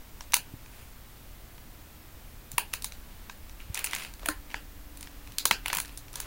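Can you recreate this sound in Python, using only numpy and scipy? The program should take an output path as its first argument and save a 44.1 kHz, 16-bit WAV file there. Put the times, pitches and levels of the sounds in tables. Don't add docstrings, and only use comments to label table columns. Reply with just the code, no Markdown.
import sys
import numpy as np
from scipy import signal
from scipy.fft import rfft, irfft
from scipy.io import wavfile
from scipy.ndimage import uniform_filter1d

SR = 44100
rng = np.random.default_rng(int(sys.argv[2]) if len(sys.argv) > 2 else 0)


def amp(db):
    return 10 ** (np.asarray(db, float) / 20)


def write(x):
    x = np.atleast_2d(x).T
    wavfile.write(sys.argv[1], SR, np.round(np.clip(x, -1, 1) * 32767).astype(np.int16))


N = 276066

# (frequency [Hz], width [Hz], level [dB])
SHEET_MODES = [(2500, 840, 7), (1725, 1780, -4.5)]
# (frequency [Hz], width [Hz], level [dB])
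FOLD_MODES = [(3680, 1020, -1.5), (5970, 1080, 0.2)]
# (frequency [Hz], width [Hz], level [dB])
CREASE_MODES = [(10070, 1740, 7), (6800, 640, 0.38), (14840, 4100, 3)]


def set_rms(x, db):
    return x * amp(db) / np.sqrt(np.mean(x ** 2))


def resonate(x, modes):
    out = 0
    for k, (hz, width, db) in enumerate(modes):
        b, a = signal.iirpeak(min(hz, 0.45 * SR), hz / width, fs=SR)
        out = out + (-1) ** k * amp(db) * signal.lfilter(b, a, x)
    return out


def unit_gain(modes):
    power = sum(amp(2 * db) * np.pi * width / SR for hz, width, db in modes)
    return 1 / np.sqrt(power)


def background():
    # (frequency [Hz], density [dB per Hz])
    floor_curve = [(15, -2.5), (25, -1.5), (40, 0.5), (55, -6.5), (70, -9), (122, -16), (250, -16),
                   (400, -22), (900, -24), (2500, -28), (6000, -33), (10000, -34), (14500, -28.5),
                   (16000, -27.5)]
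    # (time [s], rumble level [dB])
    rumble_curve = [(0.0, -48.5), (1.1, -50.5), (1.8, -51.5), (3.3, -45), (3.9, -48.5), (4.3, -46),
                    (5.0, -48), (6.26, -46)]
    # (frequency [Hz], level [dB], start [s], end [s])
    hum_lines = [(120, -61.5, 0.326, 2.9), (115.5, -60.5, 5.4, 7.9), (79.5, -61, 1.15, 2.5),
                 (76, -63.5, 4.1, 6.7), (288, -61.5, 4.2, 6.1), (238, -70.5, 1.65, 3.5),
                 (309, -69, 1.38, 5.2)]
    t = np.arange(N) / SR
    hz = np.maximum(np.arange(N // 2 + 1) * SR / N, 1)
    floor_hz, floor_db = np.array(floor_curve).T
    spectrum = amp(np.interp(np.log(hz), np.log(floor_hz), floor_db)) * rfft(rng.standard_normal(N))
    spectrum *= amp(-48) / np.std(irfft(spectrum, N))

    low = 1 / (1 + (hz / 75) ** 8.6)
    hiss = irfft(spectrum * np.sqrt(1 - low), N)
    rumble = set_rms(irfft(spectrum * np.sqrt(low), N), 0)
    out = hiss + amp(np.interp(t, *np.array(rumble_curve).T)) * rumble

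    for line_hz, db, start, end in hum_lines:
        gate = np.clip(np.minimum(t - start, end - t) / 0.028, 0, 1)
        drift = set_rms(uniform_filter1d(rng.standard_normal(N), size=SR // 2), -10.5)
        phase = 2 * np.pi * line_hz * t + 2.2 * drift
        out += gate * set_rms(np.sin(phase), db)
    return out


def room(x):
    # (delay [s], level [dB])
    wall_echoes = [(.0098, -14), (0.0116, -18.5), (0.017, -20)]
    # (frequency [Hz], t60 [s], level [dB])
    tail_bands = [(440, 0.18, -15.5), (950, 0.18, -24), (1665, 0.2, -20), (2650, 0.18, -18),
                  (4260, 0.14, -12), (6480, 0.13, -13), (9500, 0.14, -17.5), (14200, 0.12, -15.5)]
    echoes = np.zeros(2048)
    taps = np.arange(24)
    for delay, db in wall_echoes:
        start = int(delay * SR)
        scattered = np.abs(rng.standard_normal(24)) * (-0.5) ** taps ** 2
        echoes[start:start + 24] += amp(db) * set_rms(scattered, -10 * np.log10(24))
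    out = x + signal.fftconvolve(x, echoes)[:N]

    t = np.arange(SR // 2) / SR
    build = 1 / (1 + np.exp(-(t - 0.0095) / 0.0031))
    scatter = rng.standard_normal(N)
    for hz, t60, db in tail_bands:
        band = [(hz, hz * 0.58, 0)]
        sent, back = resonate(resonate(np.array([x, scatter]), band), band)
        decay = build * np.exp(-np.log(1000) * t / t60)
        stored = signal.oaconvolve(sent ** 2, decay ** 2)[:N]
        out += amp(db - 10.5) * set_rms(back, 0) * np.sqrt(np.maximum(stored, 0))
    return out


def blows(events):
    out = np.zeros(N + 8192)
    t = np.arange(8192) / SR
    for s, db, hz, t60, rise_ms in events:
        start = int(s * SR)
        rise = 1 - np.exp(-t / (rise_ms / 1000))
        ring = np.sin(2 * np.pi * hz * t) * np.exp(-np.log(1000) * t / t60)
        out[start:start + 8192] += amp(db + 4.0) * rise * ring
    return out[:N]


def thuds():
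    # (time [s], peak level [dB], frequency [Hz], t60 [s], rise [ms])
    thud_events = [(.538, -26, 107, 0.026, 2.8), (.539, -34.5, 260, 0.018, 1.3),
                   (2.535, -36.5, 134, 0.06, 3.1), (3.699, -24.5, 89, 0.046, 3.7),
                   (4.287, -30, 306, 0.11, 2.1), (5.29, -41.5, 108, 0.089, 2.7),
                   (5.512, -34.5, 204, 0.066, 2.1), (5.765, -37.5, 170, 0.066, 3.7)]
    return blows(thud_events)


def knocks():
    # (time [s], peak level [dB], frequency [Hz], t60 [s], rise [ms])
    knock_events = [(.366, -25.5, 962, 0.022, 0.65), (2.582, -33, 495, 0.017, 0.94),
                    (2.5803, -15.5, 2660, .012, .3), (2.583, -22.5, 950, 0.015, 0.27),
                    (2.737, -40, 600, 0.021, 0.71), (3.297, -36.5, 1570, 0.022, 0.61),
                    (4.232, -36, 600, 0.016, 0.58), (4.260, -42.5, 682, 0.11, 0.18),
                    (4.287, -17, 1410, 0.015, 0.27), (4.288, -37, 1052, 0.16, 0.36),
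                    (4.288, -32.5, 580, 0.037, 0.67), (4.5438, -13, 1860, 0.0026, 0.13),
                    (4.544, -55, 734, 0.0061, 0.41), (5.456, -33, 440, 0.014, 0.55),
                    (5.511, -17, 2200, 0.014, 0.24), (5.512, -42, 480, 0.019, 0.67)]
    return blows(knock_events)


def rustle():
    # (start [s], hold [s], rustle level [dB], brightness [dB], sheet ring [dB])
    strokes = [(0.2, .1, -75, -7, 0), (0.734, 0.079, -65, 4.5, 5.5), (2.717, 0.064, -65, -2, 0),
               (2.87, .4, -63.5, -9, -16), (3.601, 0.012, -64, 2, 8), (3.771, 0.017, -46, -10, 4),
               (3.835, 0.22, -54, -19, -9), (3.923, 0.11, -54.5, 4.5, 6.5), (4.224, 0.068, -53.5, -30, -15),
               (4.5, 0.019, -61, -2, 3), (4.953, 0.61, -61, -15, -15), (5.664, 0.093, -48, -17, -2),
               (5.756, 0.17, -64, -1, 4), (6.146, .13, -51, -20, -10)]
    # (frequency [Hz], width [Hz], level [dB])
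    rub_modes = [(1080, 1740, 0)]
    ticks_per_s, spread_db, grain_s = 2600, 1, 0.0003
    strength = amp(spread_db * np.minimum(rng.exponential(size=N), 5.0))
    ticks = (rng.random(N) < ticks_per_s / SR) * strength
    grain = np.sqrt(signal.lfilter([1], [1, -np.exp(-1 / (grain_s * SR))], ticks ** 2))

    t = np.arange(N) / SR
    weights = 0
    for s, hold, db, bright_db, sheet_db in strokes:
        rise_db = 503 * np.maximum(s - t, 0)
        fall_db = 203 * np.maximum(t - s - hold, 0)
        weights = weights + amp([[0], [bright_db], [sheet_db]]) * amp(db - rise_db - fall_db)
    bodies = [set_rms(resonate(rng.standard_normal(N), modes), 0)
              for modes in (rub_modes, FOLD_MODES + CREASE_MODES, SHEET_MODES)]
    return set_rms(grain, 0) * np.sum(weights * bodies, axis=0)


def small_creases(events, case_db, sheet_db, fine_db):
    burst_ms = 1.8
    return [(s, db, case_db + slack, sheet_db + slack, fine_db - slack, burst_ms)
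            for s, db, slack in events]


def snaps():
    # (time [s], peak level [dB], case share [dB], sheet share [dB], fine-crease share [dB])
    big_snaps = [(0.207, -32, -12.5, -13.5, -16), (0.321, -32.5, -20, -14, -3),
                 (0.3347, -20, -5.5, -10.5, -16), (0.3404, -9.5, -20, -14, -1.5),
                 (0.3662, -27, -7, -9, 1.5), (2.516, -38, -16, -25, 3.5), (2.581, -19.5, -6, -4.5, 1),
                 (2.7365, -21.5, -9.5, -10, -3), (2.8434, -22.5, -15.5, -17.5, 1),
                 (3.2964, -33.5, -4.5, -11, -17), (3.7445, -26, -20, -37, 0.5), (3.8423, -25, -10, -6.5, 4),
                 (4.2303, -51, 12, 3, -8), (4.2584, -32.5, -2, 0, 9), (4.2859, -17.5, -6, -15, -3.5),
                 (4.5422, -40, 8.5, 3, -25), (5.3832, -15, -24.5, -34, -7), (5.4539, -9.5, -9, -15.5, -3),
                 (5.51, -13.5, -1.5, -5.5, -6), (5.659, -30.5, -3.5, -0.5, 1), (5.7293, -19.5, -4, -14, -4),
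                 (5.974, -32, -17.5, -21, -0.5), (6.1562, -25, -14.5, -32, -6),
                 (6.2012, -28.5, -14, -12, 2)]
    # (time [s], peak level [dB], slack [dB])
    tear_crackle = [(3.7535, -28, -4.5), (3.7744, -28, -6), (3.791, -26, -9.5), (3.8488, -32.5, -17),
                    (3.8622, -28, -6), (3.8708, -32, 0.5), (3.896, -53, 5), (3.9104, -31, -6),
                    (3.933, -24.5, 1.5), (3.9416, -31, 1), (3.9496, -24.5, -9), (3.962, -29, -2),
                    (3.984, -33, -2.5), (3.9987, -36, -3), (4.0211, -40, 8.5), (4.0354, -37, -5),
                    (4.0484, -37, 2), (4.0534, -52, -4)]
    # (time [s], peak level [dB], slack [dB])
    pull_crackle = [(5.6813, -25, -6.5), (5.7005, -35, 10), (5.7035, -36, 2), (5.7075, -49, -2),
                    (5.7115, -48, 2), (5.7489, -23, -8), (5.7386, -26.5, -2), (5.758, -29, -2),
                    (5.7696, -23, -8), (5.7846, -22.5, -5), (5.8006, -23, -8.5)]
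    # (time [s], peak level [dB], slack [dB])
    lone_ticks = [(0.6604, -44, 0.5), (1.5796, -43.5, 3.5), (2.732, -31.5, -4), (2.822, -30, -12),
                  (2.921, -33, -6.5), (3.495, -40.5, -3.5), (3.603, -48.5, 11), (4.1378, -39.5, -9),
                  (4.194, -38.5, -5), (4.5024, -49, 9), (4.513, -43, 5), (4.5198, -44, 2),
                  (4.972, -37.5, -16), (5.0088, -32, -10), (5.028, -30.5, -6), (5.056, -48, -2),
                  (5.072, -40.5, 5), (5.1253, -58, -3), (5.273, -38.5, -4.5), (5.3207, -37, -7),
                  (5.8481, -35.5, -2.5), (5.856, -36, -9), (5.8788, -40.5, -10), (5.8928, -41, 2),
                  (5.9247, -62, -25), (6.0816, -42, -2), (6.1299, -37.5, -13), (6.139, -33, -6),
                  (6.219, -46, -7)]
    # (frequency [Hz], width [Hz], level [dB])
    case_modes = [(946, 136, 5), (1696, 307, -1.5), (600, 2200, -17)]
    bursts = [row + (2.5,) for row in big_snaps]
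    bursts += small_creases(tear_crackle, case_db=-13.5, sheet_db=-3.4, fine_db=-8.5)
    bursts += small_creases(pull_crackle, case_db=-2, sheet_db=-5, fine_db=-6)
    bursts += small_creases(lone_ticks, case_db=-11, sheet_db=-7, fine_db=-13)

    push = np.zeros((4, N + 1024))
    t = np.arange(1024) / SR
    for s, db, case_db, sheet_db, fine_db, burst_ms in bursts:
        noise = rng.standard_normal((5, 1024))
        u = t / (burst_ms / 1000)
        shape = (1 - np.exp(-t / 0.0013)) * np.exp(-u ** 2) + 0.37 * np.exp(-u / 2)
        slips = amp(3.25 * set_rms(uniform_filter1d(noise[4], size=7), 0))
        shares_db = np.array([[0], [case_db + 7.0], [sheet_db + 14.0], [fine_db + 5.5]])
        start = int(s * SR)
        push[:, start:start + 1024] += amp(db - 5.5 + shares_db) * shape * slips * noise[:4]
    bodies = [FOLD_MODES, case_modes, SHEET_MODES, CREASE_MODES]
    return sum(unit_gain(modes) * resonate(x[:N], modes) for x, modes in zip(push, bodies))


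def scene():
    in_room = room(snaps() + rustle() + knocks())
    return (in_room + thuds() + background())[None, :]


def low_pass(x):
    return signal.sosfilt(signal.butter(12, 16980, fs=SR, output="sos"), x)


def record(dry):
    top_cut = signal.ellip(8, 0.3, 38, 15850, fs=SR, output="sos")
    return low_pass(signal.sosfilt(top_cut, dry))


dry = scene()
out = record(dry)
write(out)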